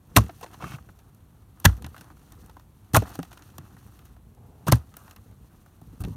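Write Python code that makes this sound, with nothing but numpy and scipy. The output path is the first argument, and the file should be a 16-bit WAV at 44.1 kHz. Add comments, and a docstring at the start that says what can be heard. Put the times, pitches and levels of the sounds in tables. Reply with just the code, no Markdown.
"""A spade is chopped four times into the damp wall of a narrow trench, heard from the trench floor.
Each chop is a set of noisy bites: random clicks make the blade ring and the grit crackle, while low
decaying sine waves give the thud of the ground. Crumbs and clods fall as short patters with dull knocks,
the blade scrapes out, and fine soil trickles as random clicks. Smooth noise is a distant outdoor rumble."""
import sys
import numpy as np
from scipy import signal
from scipy.io import wavfile

SR = 44100
rng = np.random.default_rng(int(sys.argv[2]) if len(sys.argv) > 2 else 0)


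def to_wav(sig):
    """Store sig (one row per channel, or 1-D mono) as 16-bit WAV at the path in sys.argv[1].

    Samples outside -1..1 are clipped; the rate is SR.
    """
    pcm = np.clip(np.atleast_2d(sig), -1, 1) * 32767
    pcm = np.round(pcm).astype(np.int16)
    wavfile.write(sys.argv[1], SR, pcm.T)  # frames by channels


N = 271656  # length in samples

# The blade or a clod stops in the ground; both rings are relative to the main one:
# (t/s, blow level/dB, stiffness as a factor on pitch, deep ring level/dB, upper ring level/dB)
THUD_EVENTS = [(0.1631, -10.5, 2.37, -23, -1.5), (0.172, -4.5, 0.94, -5.5, 3), (.636, -29, 1.25, -20, 2),
               (0.66, -34, 1.44, -18, 4.5), (0.699, -37.5, 1.1, -7, -9), (0.739, -28.5, 1.18, -15, -13),
               (1.651, -14, 1.4, 5, -4.5), (1.662, -4.5, .8, -2, 1), (1.843, -31.5, 1.05, 2.5, 5),
               (2.939, -13, 1.03, -11, 0.5), (2.95, -22.5, 2.7, -10, -10), (2.971, -8.5, 0.9, -8, 3),
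               (2.993, -29.5, 1.35, 2, -1), (3.023, -28, 2.56, -1.5, 11), (3.19, -23, 2.3, 1.5, 0.5),
               (3.588, -36, 1.27, 0, 3.5), (4.668, -26, 1.3, -6, 1), (4.686, -13, 1.24, -12, 1),
               (4.7259, -4.5, 1.01, -7, 1.5), (5.821, -40.5, 0.94, -1.5, 5.5), (5.879, -39.5, 0.81, 4, -1),
               (5.931, -54, 1.76, 2, 16), (6.004, -25, 0.69, 4.5, 1), (6.017, -31.5, 1.1, -13, 8),
               (6.049, -25.5, 1.38, 2.5, -3.5), (6.076, -27, 1.46, 0.5, 4.5), (6.106, -32, 0.91, -2, 9),
               (6.132, -38, 0.61, -4, 4)]
# Tone of soil rubbing the blade, also used for dull crumbs: (f/Hz, level per Hz/dB)
SCRAPE_TONE = [(180, -25), (300, 7.5), (472, -12.5), (734, 0), (978, -3.5), (1240, -1), (1670, -8),
               (2650, -22.5), (3500, -24.5), (4550, -52.5), (7700, -120)]
# Tone of grains heard between the trench walls: (f/Hz, level per Hz/dB)
TRICKLE_TONE = [(1060, -26), (1800, -4.5), (2250, -13), (2660, -4), (3050, -8), (4380, -6.5), (4940, -11.5),
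                (5900, -5), (8010, -11), (9290, -5), (10300, -11.5), (12500, -6), (15200, -9.5),
                (16000, -20), (16500, -34.5)]


def gain_of(db):
    """Turns decibels into a factor on amplitude."""
    return 10 ** (np.asarray(db) / 20)


def evened(x):
    """Scales a signal to an effective (RMS) level of 1."""
    return x / np.sqrt(np.mean(x ** 2) + 1e-20)


def add(mix, start_s, sound):
    """Adds a sound into the mix at its start time, cut off at the end of the mix."""
    part = mix[round(start_s * SR):][:len(sound)]
    part += sound[:len(part)]


def coloured(x, points):
    """Causal filter with the given spectrum, floored at -80 dB; keeps the power of white noise."""
    f, db = np.transpose(points)
    hz = abs(np.fft.fftfreq(2 ** 13, 1 / SR))
    curve_db = np.interp(np.log(hz + 1), np.log(f + 1), db)
    log_gain = np.log(gain_of(np.maximum(curve_db, -80)))
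    phase = -signal.hilbert(log_gain).imag  # minimum phase: the response starts at once
    taps = np.fft.ifft(np.exp(log_gain + 1j * phase)).real[:4096]
    return signal.oaconvolve(x, taps / np.linalg.norm(taps))[:N]


def grains(per_s, spread_db):
    """Random clicks of uneven size, a few of them large."""
    size = gain_of(spread_db * np.minimum(rng.exponential(1, N), 4)) * rng.standard_normal(N)
    return evened(size * (rng.random(N) < per_s / SR))


def lumps(ms, depth_db):
    """Random gain that changes every few milliseconds, as clumps catch and let go."""
    steps = rng.standard_normal(N // 64 + 1)  # one step per 64 samples
    step_ms = np.arange(-60, 61) * 64000 / SR
    smooth = signal.oaconvolve(steps, np.exp(-(step_ms / ms) ** 2), "same")
    return evened(gain_of(depth_db * np.repeat(evened(smooth), 64)[:N]))


def burst(rise_ms, hold_ms, t60):
    """Loudness curve: soft rise, hold, then an exponential fall by 60 dB in t60 seconds."""
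    ms = np.arange(0, 480, 1000 / SR)
    rise = np.minimum(ms / max(rise_ms, .1), 1) ** 2
    fall_ms = np.maximum(ms - rise_ms - hold_ms, 0)
    return rise * gain_of(-60 * fall_ms / (1000 * t60))


def ring(modes, factor):
    """Response of damped modes to a click, neighbours in opposite phase; keeps the power of white noise."""
    t = np.arange(1024) / SR
    taps = np.zeros(len(t))
    for k, (f, width, db) in enumerate(modes):
        decay = np.sqrt(width) * np.exp(-np.pi * width * t)  # a wider mode dies away sooner
        taps += (-1) ** k * gain_of(db) * decay * np.sin(2 * np.pi * f * factor * t)
    return taps / np.linalg.norm(taps)


def crackle(coarse, fine, per_s, spread_db):
    """Each grain size clicks in its own band at its own moments; the level blends from coarse to fine."""
    # Edges between the bands of the grain sizes, large grains first: f/Hz
    grain_edges = [1000, 2600, 4000, 5600, 7500, 10000, 13000, 18000]
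    out = np.zeros(N)
    for k, band in enumerate(zip(grain_edges, grain_edges[1:])):
        share = k / (len(grain_edges) - 2)
        clicks = coarse ** (1 - share) * fine ** share * grains(per_s, spread_db)
        out += signal.sosfilt(signal.butter(2, band, "bandpass", fs=SR, output="sos"), clicks)
    return out


def flow_db(t, order=1):
    """Reads a column of the sliding soil at times t, on straight lines between the rows."""
    # Loose soil sliding and trickling: (t/s, flow level/dB, low tumble level/dB)
    sliding = [(0, -82.5, -82), (.15, -64, -39.5), (0.201, -55, -27), (0.331, -64, -55), (.7, -59.5, -49),
               (.8, -70, -56), (1.279, -78.5, -64), (1.549, -75, -58.5), (1.699, -56.5, -61.5),
               (1.81, -68.5, -43), (2.018, -62.5, -55), (2.16, -70.5, -57.5), (2.439, -65, -47),
               (2.66, -79.5, -67.5), (2.919, -71.5, -64.5), (3.05, -56.5, -50), (3.32, -65, -56.5),
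               (4.06, -68.5, -54.5), (4.2, -83.5, -57.5), (4.6, -73.5, -50.5), (5.09, -71.5, -58),
               (5.39, -73, -51), (5.63, -71.5, -63.5), (5.79, -74, -59.5), (5.9, -72.5, -50.5),
               (6.1, -70, -40)]
    s, *columns = np.transpose(sliding)
    return np.interp(t, s, columns[order - 1])


def air():
    """Smooth distant rumble and hiss: noise shaped by one fixed spectrum."""
    # Outdoor background: (f/Hz, level per Hz/dB)
    air_tone = [(12, -32), (20, -4), (58, 2), (102, -2.5), (372, -20.5), (479, -27), (1080, -27.5),
                (1840, -38), (4050, -41.5), (4930, -47.5), (12800, -40.5), (15200, -47.5), (16500, -50.5)]
    return gain_of(-52) * coloured(rng.standard_normal(N), air_tone)


def slide():
    """Grains of three kinds: earth rubbing the blade, fine trickle, and lumps tumbling."""
    # Lumps rolling down: (f/Hz, level per Hz/dB)
    tumble_tone = [(12, -37.5), (20, -14), (59, 0.5), (130, -2), (177, -8), (200, -5.5), (238, -8.5),
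                   (343, -22.5), (500, -18), (650, -55.5), (1100, -120)]
    crumble_db, crumble_t60 = -48, 0.21  # earth crumbling along the blade, relative to the blow; s
    shake_db, shake_t60 = -30.5, 0.1  # lumps shaken loose, relative to the blow; s
    usual_flow_db, fine_follows = -69, .65  # the fine trickle swings less than the flow

    t = np.arange(N) / SR
    flow, tumble = flow_db(t), gain_of(flow_db(t, order=2))
    scrape = gain_of(flow + 3)
    for s, blow_db, *_ in THUD_EVENTS:
        add(scrape, s, gain_of(blow_db + crumble_db) * burst(8, 25, crumble_t60))
        add(tumble, s, gain_of(blow_db + shake_db) * burst(6.1, 21, shake_t60))
    fine = gain_of(usual_flow_db + 1 + fine_follows * (flow - usual_flow_db))

    clumps, gusts = lumps(12, 3), lumps(10, 2.2)
    rub = coloured(scrape * clumps * grains(2500, 3.2), SCRAPE_TONE)
    trickle = coloured(crackle(gain_of(flow) * gusts, fine * gusts, 3500, 1.3), TRICKLE_TONE)
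    return rub + trickle + tumble * coloured(grains(330, 2.8), tumble_tone)


def chops():
    """Breaking grit knocks the blade and crackles; thrown soil hisses on after it."""
    # The blade bites or drags through grit; the last column raises or lowers the pitch of its ring:
    # (t/s, knock level/dB, coarse grit level/dB, fine grit level/dB, length/ms, factor on blade pitch)
    bites = [(0.1565, -33.5, -40, -31.5, 11, 1.85), (0.1629, -23.5, -4.5, -18, 4.1, 3.07),
             (0.165, -11.5, -23, -10, 8.4, 0.97), (0.177, -20.5, -33.5, -34.5, 9.4, 0.88),
             (0.4222, -37.5, -44, -54.5, 21.7, 0.685), (0.596, -47, -59, -72, 80, .97),
             (.605, -52, -62, -63, 146, 2.025), (0.669, -53.5, -61, -60, 97.5, 0.98),
             (1.642, -23.5, -31, -24.5, 13.4, 1.25), (1.649, -11.5, -16.5, -11, 9.7, 1.255),
             (2.932, -28, -41, -32.5, 8.9, 0.49), (2.9433, -12.5, -23.5, -20.5, 6.3, 1.23),
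             (2.954, -15, -23.5, -19.5, 3, 0.9), (2.961, -12, -27.5, -14.5, 9.3, 0.91),
             (4.36, -63.5, -96, -85, 440, 0.61), (4.663, -31.5, -38, -41.5, 17, 0.78),
             (4.687, -35.5, -44.5, -59, 15, 1.2), (4.678, -22.5, -43, -26, 8.3, 1.045),
             (4.715, -19.5, -36, -30, 6.5, 0.77), (4.721, -12, -21.5, -12.5, 3.7, 0.817),
             (4.728, -25.5, -36, -41, 5.9, 1.2), (4.96, -60.5, -74, -59.5, 178, 1.016),
             (5.996, -49.5, -64.5, -45.5, 26.3, 0.98), (6.052, -60, -71, -62.5, 95, 0.75)]
    # Ringing of the mud-damped blade, its pitch still to be multiplied: (f/Hz, width/Hz, level/dB)
    blade_modes = [(710, 230, -3), (1095, 130, -1.5), (1303, 150, -1.5), (1575, 130, -6.5),
                   (2640, 860, -12.5), (2920, 200, -18.5)]
    rise_share, longest_rise_ms = .4, 9.1  # the bite swells over this share of its length
    spray_db = -25  # thrown soil, relative to the mean of knock and fine grit

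    blade, coarse, fine, spray = np.zeros((4, N))
    catches = grains(8000, 1.7) * lumps(9, 1.0)
    patter = rng.standard_normal(N)
    for s, knock_db, coarse_db, fine_db, ms, pitch_factor in bites:
        rise_ms = min(rise_share * ms, longest_rise_ms)
        hold_ms = ms - rise_ms
        thrown = gain_of((knock_db + fine_db) / 2 + spray_db) * burst(rise_ms, hold_ms, .14)
        here = slice(round(s * SR), round(s * SR) + len(thrown))
        size = len(catches[here])  # shorter at the end of the scene
        knocks = gain_of(knock_db) * burst(rise_ms, hold_ms, 0.026)[:size] * catches[here]
        knocks = knocks + gain_of(-1.5) * thrown[:size] * patter[here]
        add(blade, s, signal.oaconvolve(knocks, ring(blade_modes, pitch_factor)))
        add(coarse, s, gain_of(coarse_db) * burst(rise_ms, hold_ms, 0.006))
        add(fine, s, gain_of(fine_db) * burst(rise_ms, hold_ms, 0.01))
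        add(spray, s, thrown)
    grit = crackle(coarse + spray, fine + gain_of(-3.0) * spray, 3000, 1.8)
    # Grit crushed in wet soil is duller than loose grains
    damp = signal.lfilter(*signal.butter(1, 11000, fs=SR), grit)
    return blade + gain_of(2.0) * coloured(damp, TRICKLE_TONE)


def thuds():
    """Soft ground rings at a few low modes that build up while the push lasts."""
    # Ringing of the ground before stiffness acts; t60 is the time to fall by 60 dB, times length below.
    # Rows are main, deep, then upper modes: (f/Hz, level/dB, t60/s)
    ground_modes = [(116.6, 4.5, .13), (74.4, -3, 0.29), (167.3, -0.5, .06), (251, -10, 0.11)]
    out, t = np.zeros(N), np.arange(SR // 3) / SR
    for s, blow_db, stiff, deep_db, upper_db in THUD_EVENTS:
        # Stiffer ground rings and gives way for a shorter time
        length, push_ms = .75 / stiff ** 0.76, 2.7 / stiff ** 0.82
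        rings = []
        for hz, db, t60 in ground_modes:
            decay = gain_of(db - 60 * t / (t60 * length))
            rings.append(decay * np.sin(2 * np.pi * hz * stiff * t))
        main, deep, *upper = rings
        modes = main + gain_of(deep_db) * deep + gain_of(upper_db) * sum(upper)
        build_up = 1 - np.exp(-1000 * t / push_ms)
        add(out, s, gain_of(blow_db) * modes * build_up)
    return out


def small_crumbs():
    """Lesser crumbs at random moments, louder where more soil is moving."""
    per_s, above_flow_db, spread_db = 15, 5.5, 5.5  # levels start above the flow of the moment
    when, size, grit, sheen, pitch = rng.random((80, 5)).T
    s = np.cumsum(-np.log(1 - when)) / per_s  # random gaps
    db = flow_db(s) + above_flow_db + spread_db * size
    rows = np.transpose([s, db + 6.5, db - 14 * grit, db - 14 * sheen, 700 + 800 * pitch])
    return rows[s < N / SR]


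def crumbs():
    """Each crumb bursts into a short patter with a dull knock, each with its own knock pitch."""
    # Crumbs landing: (t/s, knock level/dB, coarse grit level/dB, fine grit level/dB, knock f/Hz)
    landings = [(0.237, -39, -64, -49, 651), (0.261, -48, -48, -57, 633), (0.293, -29, -41, -79, 686),
                (0.41, -34, -55, -44, 744), (0.461, -33, -43.5, -78, 880), (0.541, -37, -46.5, -61, 980),
                (0.623, -26.5, -41, -68, 750), (0.64, -25.5, -52, -60, 1260),
                (0.718, -27.5, -43, -70, 1250), (0.738, -36, -60, -57, 1230),
                (0.783, -35.5, -57, -70.5, 1225), (0.888, -38, -60, -70.5, 1270),
                (0.989, -47, -55, -58.5, 678), (1.146, -64.5, -65, -55, 1130),
                (1.599, -50, -57.5, -40.5, 1140), (1.775, -56, -72, -53, 1070),
                (1.821, -41.5, -49.5, -45, 1054), (1.843, -35, -35, -51, 1070),
                (1.863, -33, -46, -46, 1030), (1.944, -36.5, -58.5, -60, 1270),
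                (1.963, -35, -52, -54, 1440), (1.978, -40, -51, -52, 1410), (2.009, -39, -45.5, -49, 1500),
                (2.042, -41.5, -58, -62, 963), (2.101, -38.5, -67.5, -64.5, 1250),
                (2.168, -52.5, -65, -70, 1330), (2.32, -53, -51, -45.5, 778),
                (2.46, -59, -65.5, -50.5, 624), (2.495, -44, -50, -60.5, 926), (2.567, -38, -61, -62, 975),
                (2.595, -43.5, -58, -59, 966), (3.02, -28, -49, -47, 735), (3.092, -37, -52, -49, 790),
                (3.153, -31, -44, -41.5, 780), (3.189, -22, -44.5, -47, 905), (3.228, -34.5, -42, -41, 800),
                (3.315, -42, -44.5, -61.5, 1480), (3.328, -43.5, -49, -53, 1370),
                (3.373, -41.5, -47, -54, 1440), (3.422, -44, -47.5, -56, 1420),
                (3.5, -63, -54.5, -64, 1106), (3.581, -33.5, -44, -38.5, 1178),
                (3.766, -41.5, -62, -63.5, 1240), (3.99, -51, -55, -62, 1180),
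                (4.053, -48.5, -70.5, -48, 1520), (4.164, -48.5, -65, -71.5, 994),
                (4.348, -59.5, -75.5, -56, 837), (4.755, -30, -48, -36, 616),
                (4.939, -41.5, -48, -61, 1200), (4.967, -38, -49, -39, 1330), (5.078, -38.5, -48, -67, 950),
                (5.109, -41.5, -47, -50, 1140), (5.161, -40, -45, -49, 1093),
                (5.311, -48, -64.5, -62.5, 659), (5.66, -45.5, -65, -60.5, 1550),
                (5.814, -47, -67, -56, 740), (6.005, -42, -55, -45, 802), (6.037, -33.5, -33, -55, 778),
                (6.048, -34, -53, -49, 783), (6.082, -58, -56, -57, 770)]
    hold_ms = 2.25
    knock, pitched, coarse, fine = np.zeros((4, N))
    bits = grains(5000, 2.2)
    for s, knock_db, coarse_db, fine_db, hz in [*landings, *small_crumbs()]:
        tap = gain_of(knock_db) * burst(0.74, hold_ms, 0.036)
        add(knock, s, tap)
        hits = bits[round(s * SR):][:len(tap)]
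        add(pitched, s, signal.oaconvolve(tap[:len(hits)] * hits, ring([(hz, hz / 5, 0)], 1)))
        add(coarse, s, gain_of(coarse_db) * burst(1.0, hold_ms, 0.045))
        add(fine, s, gain_of(fine_db) * burst(.6, hold_ms, 0.0081))
    dull = gain_of(-14.5) * coloured(knock * bits, SCRAPE_TONE) + gain_of(-13.5) * pitched
    return dull + coloured(crackle(coarse, fine, 3000, 2.3), TRICKLE_TONE)


def scene():
    """Adds all the sources into one channel."""
    return (chops() + thuds() + crumbs() + slide() + air())[None]


def record(dry):
    """The microphone drops the deepest bass; the loudest peaks round off softly; then the band limit."""
    thin = signal.sosfilt(signal.butter(3, 57, "highpass", fs=SR, output="sos"), dry)
    soft = .93 * np.tanh(thin / .93)
    band_limit = signal.firwin(511, 16300, window=("kaiser", 12), fs=SR)  # low-pass edge in Hz
    return signal.oaconvolve(soft, band_limit[None], "same")


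dry = scene()
out = record(dry)
to_wav(out)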